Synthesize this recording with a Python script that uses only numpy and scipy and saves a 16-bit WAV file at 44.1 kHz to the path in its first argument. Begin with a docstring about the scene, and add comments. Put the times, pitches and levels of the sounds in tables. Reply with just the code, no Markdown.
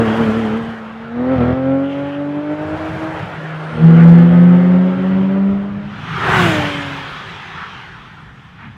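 """Trackside at a race circuit, on the way out of a bend: three flat-six sports cars over tyre noise.
The first feathers its throttle, stutters briefly and pulls away; the second coasts in, then booms close by and clips
the recorder. The third sweeps past 7 m from the microphone, its pitch dropping, and recedes over a low drone and breeze.
Engines are sums of sines locked to the engine cycle, with puffing gas noise; tyres, air and some of the engine rasp
in the bend are coloured noise."""
import sys
import numpy as np
from scipy import signal
from scipy.fft import rfft, irfft, next_fast_len
from scipy.io import wavfile
from scipy.ndimage import uniform_filter1d, map_coordinates

SR = 44100
rng = np.random.default_rng(int(sys.argv[2]) if len(sys.argv) > 2 else 0)


def dump(signal):
    """Clip the signal to [-1, 1] and save it as 16-bit WAV at the path in sys.argv[1]."""
    limited = np.clip(np.atleast_2d(signal).T, -1, 1)
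    pcm = np.round(limited * 32767).astype(np.int16)
    wavfile.write(sys.argv[1], SR, pcm)


N = 386746  # samples

# Exhaust overtones, octave of the firing tone upwards: [level/dB re the engine's octave control]
FIRST_TONES = [4.5, -7.5, -16, -15.5, -22.5, -24.5, -28, -30]
NEXT_GEAR_TONES = [1, -9.5, -20, -13.5, -12, -15.5, -19, -31]
SECOND_TONES = [5, 1.5, -12.5, -7, -14, -18]
THIRD_TONES = [-0.5, -10, -24, -14, -8, -15, -12]
# Weak lines from unequal cylinders, before the crank and bank offsets:
# [multiple of the engine cycle rate, level/dB re the octave control]
FIRST_UNEVEN = [(2, -11), (3, -8), (4, -9.5), (8, -10), (9, -15), (11, -10), (15, -16.5), (22, -27.5),
                (50, -33)]
NEXT_GEAR_UNEVEN = [(2, -8), (4, -7.5), (8, -10), (24, -25), (50, -26)]
SECOND_UNEVEN = [(2, -28.5), (4, -10), (8, -12.5), (14, -12.5), (24, -24), (40, -26.5)]
THIRD_UNEVEN = [(2, -3.5), (4, -6), (7, -24), (14, -20), (24, -30), (50, -13)]
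# Exhaust gas noise colour: [f/Hz, relative level/dB]
GAS = [(30, -57.5), (120, -19), (300, -1.5), (600, -1.5), (1200, -14.5), (3000, -17.5), (12000, -84.5)]
# Roar colour in the bend and on the straight: [f/Hz, relative level/dB]
BEND_ROAR = [(30, -43.5), (150, -18), (330, -2), (600, 2), (850, 0.5), (1050, -1.5), (1450, -0.5),
             (2200, -9.5), (3200, -16), (4300, -26), (6000, -38.5), (15000, -79)]
STRAIGHT_ROAR = [(200, -35.5), (380, -2.5), (580, -12), (800, -2), (1350, 0.5), (1800, -1.5), (2500, -13.5),
                 (4000, -26.5), (12000, -85)]
# Tread sizzle colour, with engine rasp in the bend, and on the straight: [f/Hz, relative level/dB]
BEND_TREAD = [(1200, -35), (2000, -2.5), (2600, 1.5), (3200, 4), (3800, -13.5), (6000, -26.5),
              (14000, -57.5)]
STRAIGHT_TREAD = [(1200, -43.5), (2200, 3), (2700, 2), (3300, 2), (4400, -11.5), (6000, -18.5),
                  (14000, -60.5)]
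# Air hiss, finest air spray, and low rumble colours: [f/Hz, relative level/dB]
HISS = [(2500, -22), (4500, -0.5), (6200, -1.5), (8000, -6), (11000, -12.5), (15500, -21)]
FIZZ = [(4000, -14), (7000, 0), (15500, -8)]
LOW = [(22, -30), (45, -19), (80, -2), (125, 3.5), (170, 6.5), (230, -6.5), (320, -13), (700, -57),
       (4000, -100)]
# Breeze colour: [f/Hz, relative level/dB]
BREEZE = [(20, -25.5), (50, -2), (110, -6.5), (400, -26), (4000, -67.5)]
# Silencer ringing modes: [f/Hz, relative level/dB, decay by 60 dB t/s]
SILENCER_MODES = [(88, -9, .11), (125, 0, .09), (170, -4, .06), (340, -12, .03), (620, -13, .02)]
# First car's engine speed: [t/s, firing rate f/Hz]
FIRST_REVS = [(0, 225.4), (.55, 220.5), (.68, 229.4), (.85, 219.1), (1.1, 230.4), (1.33, 265.3),
              (1.42, 240.6), (1.56, 261.3), (1.9, 278.2), (2.3, 289.5), (2.8, 314), (3.1, 319), (3.3, 307)]
# First car's throttle (ease off, shut, open, floor it, stutter, full, settle, swell and roughen, lift),
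# before engine trims:
# [t/s, time taken t/s, firing tone level/dB, octave control level/dB, raggedness level/dB]
THROTTLE = [(0, 0.1, -17.5, -30.5, 5), (.51, 0.28, -31.5, -47.5, -5), (1.07, .14, -16, -27, 1),
            (1.24, 0.093, -13, -22, -0.5), (1.345, 0.057, -16, -27.5, 6), (1.521, .05, -16, -24.5, -2),
            (1.72, 0.11, -16, -27, -1), (2.42, 0.083, -12.5, -23.5, 2), (3.05, 0.19, -25.5, -41.5, -16)]
# Where that throttle starts: [firing tone level/dB, octave control level/dB, raggedness level/dB]
THROTTLE_START = (-15.5, -22, 3.5)
# The first car's stutter: [start t/s, end t/s]
STUTTER = (1.358, 1.535)
# Brief dips in the first car's tones: [t/s, level/dB, half length t/s]
DIPS = [(2.56, -6, 0.017), (2.775, -11, 0.015), (2.948, -8.5, 0.033)]
# A pull in one gear: [throttle opens t/s, fade starts t/s, lift t/s, firing rate f/Hz, rise Hz per s]
NEXT_GEAR_PULL = (3.68, 3.9, 5.35, 229.5, 32.5)
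SECOND_PULL = (3.772, 4.03, 5.5, 162.5, 20)
# Swells of tyre noise and engine rasp as the cars work through the bend, before each layer's trim:
# [t/s, half length t/s, roar level/dB, tread level/dB, hiss level/dB, rumble level/dB]
SWELLS = [(0.129, 0.36, -26, -39, -49, -26.5), (1.417, .13, -31.5, -57, -70.5, -40),
          (2.018, 0.2, -60, -47, -65.5, -43), (3.014, 0.3, -30.5, -70, -55.5, -29),
          (3.987, 0.86, -32.5, -48.5, -60.5, -36), (5.055, 0.16, -41.5, -46, -71.5, -35.5)]
# Noise between the swells: [roar level/dB, tread level/dB, hiss level/dB, rumble level/dB]
BEND_FLOOR = (-37.5, -61.5, -68, -44.5)
# Short scuffs, thuds and squeaks of tyres and brakes:
# [t/s, level/dB, centre f/Hz, half width/octaves, half length t/s]
SCUFFS = [(1.883, -43.5, 3000, .15, 0.031), (2.149, -44, 2850, .17, .02), (2.68, -35, 88.03, 0.13, 0.13),
          (3.741, -66, 8660, .07, 0.11), (4.005, -26, 1480, 0.49, 0.027), (5.519, -35, 108, 0.79, 0.03),
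          (6.168, -29.5, 1234, 0.078, 0.052), (7.607, -29.5, 1290, 0.48, 0.048),
          (8.637, -37, 1370, 0.64, 0.035), (8.678, -33.5, 150, 0.44, 0.026)]
# Tones through a pull, before engine trims: (full level/dB, fade dB per s, fall after the lift dB per s)
NEXT_GEAR_FIRING, NEXT_GEAR_OCTAVE = (-20.5, 7.5, 24), (-24.5, 8.3, 60)
SECOND_FIRING, SECOND_OCTAVE = (-2.71, 9.6, 12), (-28.5, 3.3, 49)
# Laws of the third car's pass: (level/dB when nearest, power of distance on approach, power going away);
# the engine's two are before its trims
PASS_FIRING, PASS_OCTAVE = (-19, 2.6, 1.13), (-21.5, 2.6, 1.35)
PASS_ROAR, PASS_TREAD, PASS_HISS = (-18.5, 1.18, 0.83), (-24, 1.37, 0.8), (-36.5, 2.3, 1.41)
PASS_RUMBLE = (-18.5, 0.94, 1.49)
PASS_FIZZ = (-42, 4.5, 3.2)  # carries only a few metres

PIPE_HZ, PIPE_WIDTH_HZ, PIPE_DB = 1325, 38, 6  # exhaust pipe resonance
SURGE_DEPTH_HZ, SURGE_PER_S, SURGE_END_S = 5.96, 5.1, 0.6  # revs rock on part throttle
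FIRST_AWAY_S, FIRST_FADE_DB_PER_S = 1.35, 7.5  # the first car draws away out of the bend
STUTTER_DB = -8
# the second car rolls in off the throttle; levels before engine trims
COAST_START_S, COAST_HZ, COAST_FIRING_DB, COAST_OCTAVE_DB = 3.3, 157.3, -27, -43.5
PASS_S, SPEED_M_PER_S, DISTANCE_M, SOUND_M_PER_S = 6.43, 53, 7, 343
ENGINE_LAG_S = .04  # the engine sits at the rear
THIRD_HZ, THIRD_SAG_HZ_PER_S = 335.4, 30.5
THIRD_LIFT_S, THIRD_LIFT_TIME_S, THIRD_LIFT_DB = 6.95, .25, -15  # the firing tone dies as the driver lifts
BRAKE_S, BRAKE_TIME_S, BRAKE_DB = 7.73, 0.56, -10  # slowing for the next bend quietens the tyres
BOW_WAVE_LEAD_S, BOW_WAVE_S, BOW_WAVE_DB = .13, 0.069, 7.5  # air pushed ahead of the nose
BEND_END_S, CROSSFADE_S = 5.59, 0.55  # bend noise gives way to the straight
DRONE_DB, BREEZE_DB = -41, -48.5
SCUFF_SPAN_S = 1.2
TOP_HZ = 15760  # recorder's band limit
CONTROL_STEP = 128  # samples between line levels


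def engine(gate, hz, firing_db, octave_db, tones, uneven, ragged_db=0, *,
           tone_db, over_db, bank_db, rasp_db, flutter_db, jitter):
    """Six firings per cycle: strong firing tones, weaker lines between, and gas puffing at each firing."""
    on = gate > 0
    t = clock()[on]
    controls = (hz, firing_db, octave_db, ragged_db)
    hz, firing_db, octave_db, ragged_db = [np.broadcast_to(c, N)[on] for c in controls]
    slow = slice(None, None, CONTROL_STEP)  # line levels move slowly
    phase_drift = jitter * amp(ragged_db) * wobble(45, t)
    cycle = 2 * np.pi * np.cumsum(hz) / SR / 6 + phase_drift
    lines = np.zeros(len(t))
    for k in range(2, 6 * (len(tones) + 1) + 1):
        if k == 6:  # the firing tone itself is added below
            continue
        crank, bank = k % 2 == 0, k % 3 == 0
        overtone = k // 6 - 2
        if crank and bank:
            # the higher overtones waver more on their way through the air
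            db = tones[overtone] + min(1 + overtone, 2.5) * wobble(14, t[slow])
        else:
            # whole turns of the crank and the pipes of the two cylinder banks have their own offsets
            offset_db = bank_db if bank else 0 if crank else -6
            db = np.interp(k, *np.transpose(uneven)) + offset_db
            db = db + ragged_db[slow] * (overtone >= -1) + 2.5 * wobble(8, t[slow])
        line_hz = k * hz[slow] / 6
        db = db + PIPE_DB * np.exp(-.5 * ((line_hz - PIPE_HZ) / PIPE_WIDTH_HZ) ** 2)
        start_phase = rng.uniform(0, 2 * np.pi)
        lines += np.interp(t, t[slow], amp(db)) * np.sin(k * cycle + start_phase)
    firing_tone = np.sin(6 * cycle)
    gas = rush(GAS, patchy_db=1.5)[on] * (1 + .6 * firing_tone)
    upper = amp(over_db) * np.sqrt(2) * lines + amp(rasp_db + .5 * ragged_db) * gas
    flutter = amp(flutter_db * amp(ragged_db) * wobble(24, t))
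    firing = np.sqrt(2) * amp(firing_db + tone_db) * firing_tone
    out = np.zeros(N)
    out[on] = flutter * (firing + amp(octave_db) * upper)
    return out * gate


def first_car():
    """Part throttle in the bend, full throttle out of it, then a lift for the gear change."""
    surge = SURGE_DEPTH_HZ * np.cos(2 * np.pi * SURGE_PER_S * clock()) * (1 - ramp(SURGE_END_S, 0.044))
    hz = curves(FIRST_REVS)[0] + surge
    state = np.array(THROTTLE_START)[:, None]
    for s, taken, *setting in THROTTLE:
        state = state + (np.array(setting)[:, None] - state) * ramp(s, taken)
    firing_db, octave_db, ragged_db = state
    dips_db = sum(db * swell(s, length) for s, db, length in DIPS)
    away_db = -FIRST_FADE_DB_PER_S * since(FIRST_AWAY_S) + dips_db
    echo_db = beating(dip_s=2.047, per_s=1.7, share=0.31) * ramp(FIRST_AWAY_S, .3)
    return engine(presence(0, 3.33), hz, firing_db + away_db + echo_db, octave_db + away_db,
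                  FIRST_TONES, FIRST_UNEVEN, ragged_db,
                  tone_db=-0.5, over_db=-0.5, bank_db=6.5, rasp_db=-15, flutter_db=1.5, jitter=.006)


def stutter():
    """A skipped firing once per engine cycle thumps the first car's silencer and spits gas."""
    start, end = STUTTER
    running = (clock() > start) * (clock() < end)
    cycles = np.cumsum(curves(FIRST_REVS)[0] * running) / SR / 6
    skips = np.diff(np.ceil(cycles), prepend=0) * amp(rng.standard_normal(N))
    t = np.arange(SR // 12) / SR
    ring = sum(amp(db - 60 * t / t60) * np.sin(2 * np.pi * hz * t) for hz, db, t60 in SILENCER_MODES)
    thumps = signal.fftconvolve(skips, ring / np.abs(ring).max())[:N]
    spit_envelope = signal.fftconvolve(skips, amp(-60 * t / 0.02))[:N]
    spit = amp(-15) * spit_envelope * rng.standard_normal(N)
    # the tailpipes pass neither deep bass nor high treble
    tailpipes = signal.butter(4, [70, 3000], "band", fs=SR, output="sos")
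    return amp(STUTTER_DB) * signal.sosfilt(tailpipes, thumps + spit)


def first_car_next_gear():
    """The first car pulls on, farther off: its firing rate climbs as its tones fade."""
    hz, firing_db, octave_db = pull(NEXT_GEAR_PULL, NEXT_GEAR_FIRING, NEXT_GEAR_OCTAVE)
    gate = ramp(NEXT_GEAR_PULL[0], 0.27) * (1 - ramp(5.85, .12))
    return engine(gate, hz, firing_db, octave_db, NEXT_GEAR_TONES, NEXT_GEAR_UNEVEN,
                  tone_db=1.5, over_db=-1.5, bank_db=6, rasp_db=-10.0, flutter_db=1.1, jitter=0.0039)


def second_car():
    """It coasts in, then opens up and booms on the firing tone; reflections make the tones beat."""
    hz, firing_db, octave_db = pull(SECOND_PULL, SECOND_FIRING, SECOND_OCTAVE)
    echoes_in = ramp(4.3, .6)
    firing_db = firing_db + beating(dip_s=4.97, per_s=2.95, share=0.2)
    firing_db = firing_db + beating(dip_s=4.96, per_s=1.1, share=.36) * echoes_in
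    octave_db = octave_db + beating(dip_s=5.27, per_s=6.3, share=.3) * echoes_in
    coasting = np.array([[COAST_HZ], [COAST_FIRING_DB], [COAST_OCTAVE_DB]])
    throttle = ramp(SECOND_PULL[0], .075)
    controls = coasting + throttle * (np.array([hz, firing_db, octave_db]) - coasting)
    gate = ramp(COAST_START_S, 0.15) * (1 - ramp(5.95, .08))
    return engine(gate, *controls, SECOND_TONES, SECOND_UNEVEN,
                  tone_db=-0.18, over_db=-3.5, bank_db=-1.0, rasp_db=-10.0, flutter_db=0.06, jitter=.005)


def third_car():
    """A fast, close pass: the Doppler shift drops the pitch while the revs sag."""
    t = clock() - PASS_S - ENGINE_LAG_S
    along = SPEED_M_PER_S * t
    receding = SPEED_M_PER_S * along / np.hypot(along, DISTANCE_M)
    hz = (THIRD_HZ - THIRD_SAG_HZ_PER_S * t) / (1 + receding / SOUND_M_PER_S)
    lift_db = THIRD_LIFT_DB * ramp(THIRD_LIFT_S, THIRD_LIFT_TIME_S)
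    firing_db = passing_db(PASS_FIRING, ENGINE_LAG_S) + lift_db
    octave_db = passing_db(PASS_OCTAVE, ENGINE_LAG_S)
    gate = ramp(6.08, .15) * (1 - ramp(6.92, 0.59))
    return engine(gate, hz, firing_db, octave_db, THIRD_TONES, THIRD_UNEVEN,
                  tone_db=-1, over_db=-3.0, bank_db=6.5, rasp_db=-5.5, flutter_db=0.3, jitter=0.0057)


def straight_tyres():
    """Roar, tread sizzle and air noise of the fast pass, set by distance, with a surge of air at the nose."""
    brake_db = BRAKE_DB * ramp(BRAKE_S, BRAKE_TIME_S)
    bow_db = BOW_WAVE_DB * swell(PASS_S - BOW_WAVE_LEAD_S, BOW_WAVE_S)
    roar_db = passing_db(PASS_ROAR) + bow_db + 0.58 * brake_db + 0.25 * wobble(25, clock())
    roar = amp(roar_db) * rush(STRAIGHT_ROAR, patchy_db=2.0)
    tread = amp(passing_db(PASS_TREAD) + brake_db) * rush(STRAIGHT_TREAD, patchy_db=2.0)
    hiss = amp(passing_db(PASS_HISS)) * rush(HISS, patchy_db=3.3)
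    fizz = amp(passing_db(PASS_FIZZ)) * rush(FIZZ, patchy_db=.5)
    return (roar + tread + hiss + fizz) * ramp(BEND_END_S, CROSSFADE_S)


def bend_tyres():
    """Tyre noise and engine rasp in the bend, with hiss and rumble: swells add to a steady floor in power."""
    power = amp(BEND_FLOOR)[:, None] ** 2
    for s, length, *dbs in SWELLS:
        power = power + (amp(dbs)[:, None] * swell(s, length)) ** 2
    roar, tread, hiss, low = np.sqrt(power)
    roar = roar * amp(2 + 0.33 * wobble(18, clock())) * rush(BEND_ROAR, patchy_db=1.92)
    tread = tread * amp(2.9 * wobble(25, clock())) * rush(BEND_TREAD, patchy_db=1.0)
    hiss = hiss * amp(-1.5 + wobble(70, clock())) * rush(HISS, patchy_db=1.5)
    low = low * rush(LOW, patchy_db=5.0)
    return (roar + tread + hiss + low) * (1 - ramp(BEND_END_S, CROSSFADE_S))


def scuffs():
    """Each scuff is a brief swell of noise in one band."""
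    n = int(SCUFF_SPAN_S * SR)
    hz, out = np.fft.rfftfreq(n, 1 / SR), np.zeros(N + n)
    t = (np.arange(n) - n // 2) / SR
    for s, db, centre_hz, width, length in SCUFFS:
        response = np.exp(-.5 * (np.log2((hz + 1) / centre_hz) / width) ** 2)
        band = irfft(rfft(rng.standard_normal(n)) * response, n)
        start = round(s * SR) - n // 2
        out[start:][:n] += amp(db) * unit(band) * np.exp(-.5 * (t / length) ** 2)
    return out[:N]


def rumble():
    """Along the straight: low drone of the passing car and of engines round the circuit, and a breeze."""
    drone_level = np.hypot(amp(passing_db(PASS_RUMBLE)), amp(DRONE_DB))
    drone = drone_level * rush(LOW, patchy_db=2.0)
    breeze = amp(BREEZE_DB) * rush(BREEZE, patchy_db=5.0)
    return (drone + breeze) * ramp(BEND_END_S - CROSSFADE_S, CROSSFADE_S)


def rush(spectrum, patchy_db):
    """Turbulent noise of rms 1: a fixed colour with drifting patches."""
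    z = signal.stft(rng.standard_normal(N), nperseg=1024)[2]
    across_hz = uniform_filter1d(rng.standard_normal(z.shape), size=5, axis=0)
    patches = unit(uniform_filter1d(across_hz, size=7, axis=1))
    noise = signal.istft(z * amp(patchy_db * patches), nperseg=1024)[1][:N]
    f, db = np.transpose(spectrum)
    return unit(filtered(noise, lambda hz: amp(np.interp(np.log(hz + 1), np.log(f), db))))


def passing_db(law, lag=0):
    """Level of one sound of the third car, set by its distance from the microphone."""
    db, approach, away = law
    along = SPEED_M_PER_S * (clock() - PASS_S - lag)
    power = np.where(along < 0, approach, away)
    return db - power * 20 * np.log10(np.hypot(along, DISTANCE_M) / DISTANCE_M)


def pull(timing, *tones):
    """Revs climb steadily in one gear; each tone holds, fades with distance and falls away after the lift."""
    open_s, fade_s, lift_s, hz, rise = timing
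    levels = [db - fade * since(fade_s) - fall * since(lift_s) for db, fade, fall in tones]
    return hz + rise * since(open_s), *levels


def beating(dip_s, per_s, share):
    """Level in dB of a moving tone that meets its own reflection, in and out of step."""
    reflection = share * np.exp(2j * np.pi * per_s * (clock() - dip_s))
    return 20 * np.log10(np.abs(1 - reflection))


def wobble(rate, t):
    """A smooth random curve at times t, rate knots a second."""
    grid = np.linspace(t[0], t[-1], 2000)
    knots = rng.standard_normal(2048)
    return np.interp(t, grid, map_coordinates(knots, [grid * rate], mode="wrap"))


def filtered(x, response):
    """x times a response of frequency."""
    m = next_fast_len(N + SR // 4)
    return irfft(rfft(x, m) * response(np.fft.rfftfreq(m, 1 / SR)), m)[:N]


def amp(db):
    """Decibels to gain."""
    return 10 ** (np.asarray(db) / 20)


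def unit(x):
    """Scale to rms 1."""
    return x / np.sqrt(np.mean(x ** 2) + 1e-20)


def clock():
    """The time of every sample in seconds."""
    return np.arange(N) / SR


def curves(rows):
    """One value per sample for each column after the time."""
    s, *cols = np.transpose(rows)
    return [np.interp(clock(), s, c) for c in cols]


def ramp(start, length):
    """0 before start, rising evenly to 1 over length seconds."""
    return np.clip((clock() - start) / length, 0, 1)


def presence(start, end, fade=0.054):
    """1 from start to end, fading out on either side."""
    return ramp(start - fade, fade) * (1 - ramp(end, fade))


def since(start):
    """Seconds gone by since start, 0 before it."""
    return np.maximum(clock() - start, 0)


def swell(s, length):
    """A bell-shaped rise and fall that reaches 1 at s."""
    return np.exp(-.5 * ((clock() - s) / length) ** 2)


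def scene():
    """All three cars on the circuit, with tyres, scuffs and background."""
    cars = first_car() + stutter() + first_car_next_gear() + second_car() + third_car()
    return (cars + straight_tyres() + bend_tyres() + scuffs() + rumble())[None]


def record(dry):
    """The recorder clips at full scale and keeps nothing above its band limit."""
    clipped = np.clip(dry[0], -1, 1)
    return filtered(clipped, lambda hz: hz < TOP_HZ)[None]


dry = scene()
out = record(dry)
dump(out)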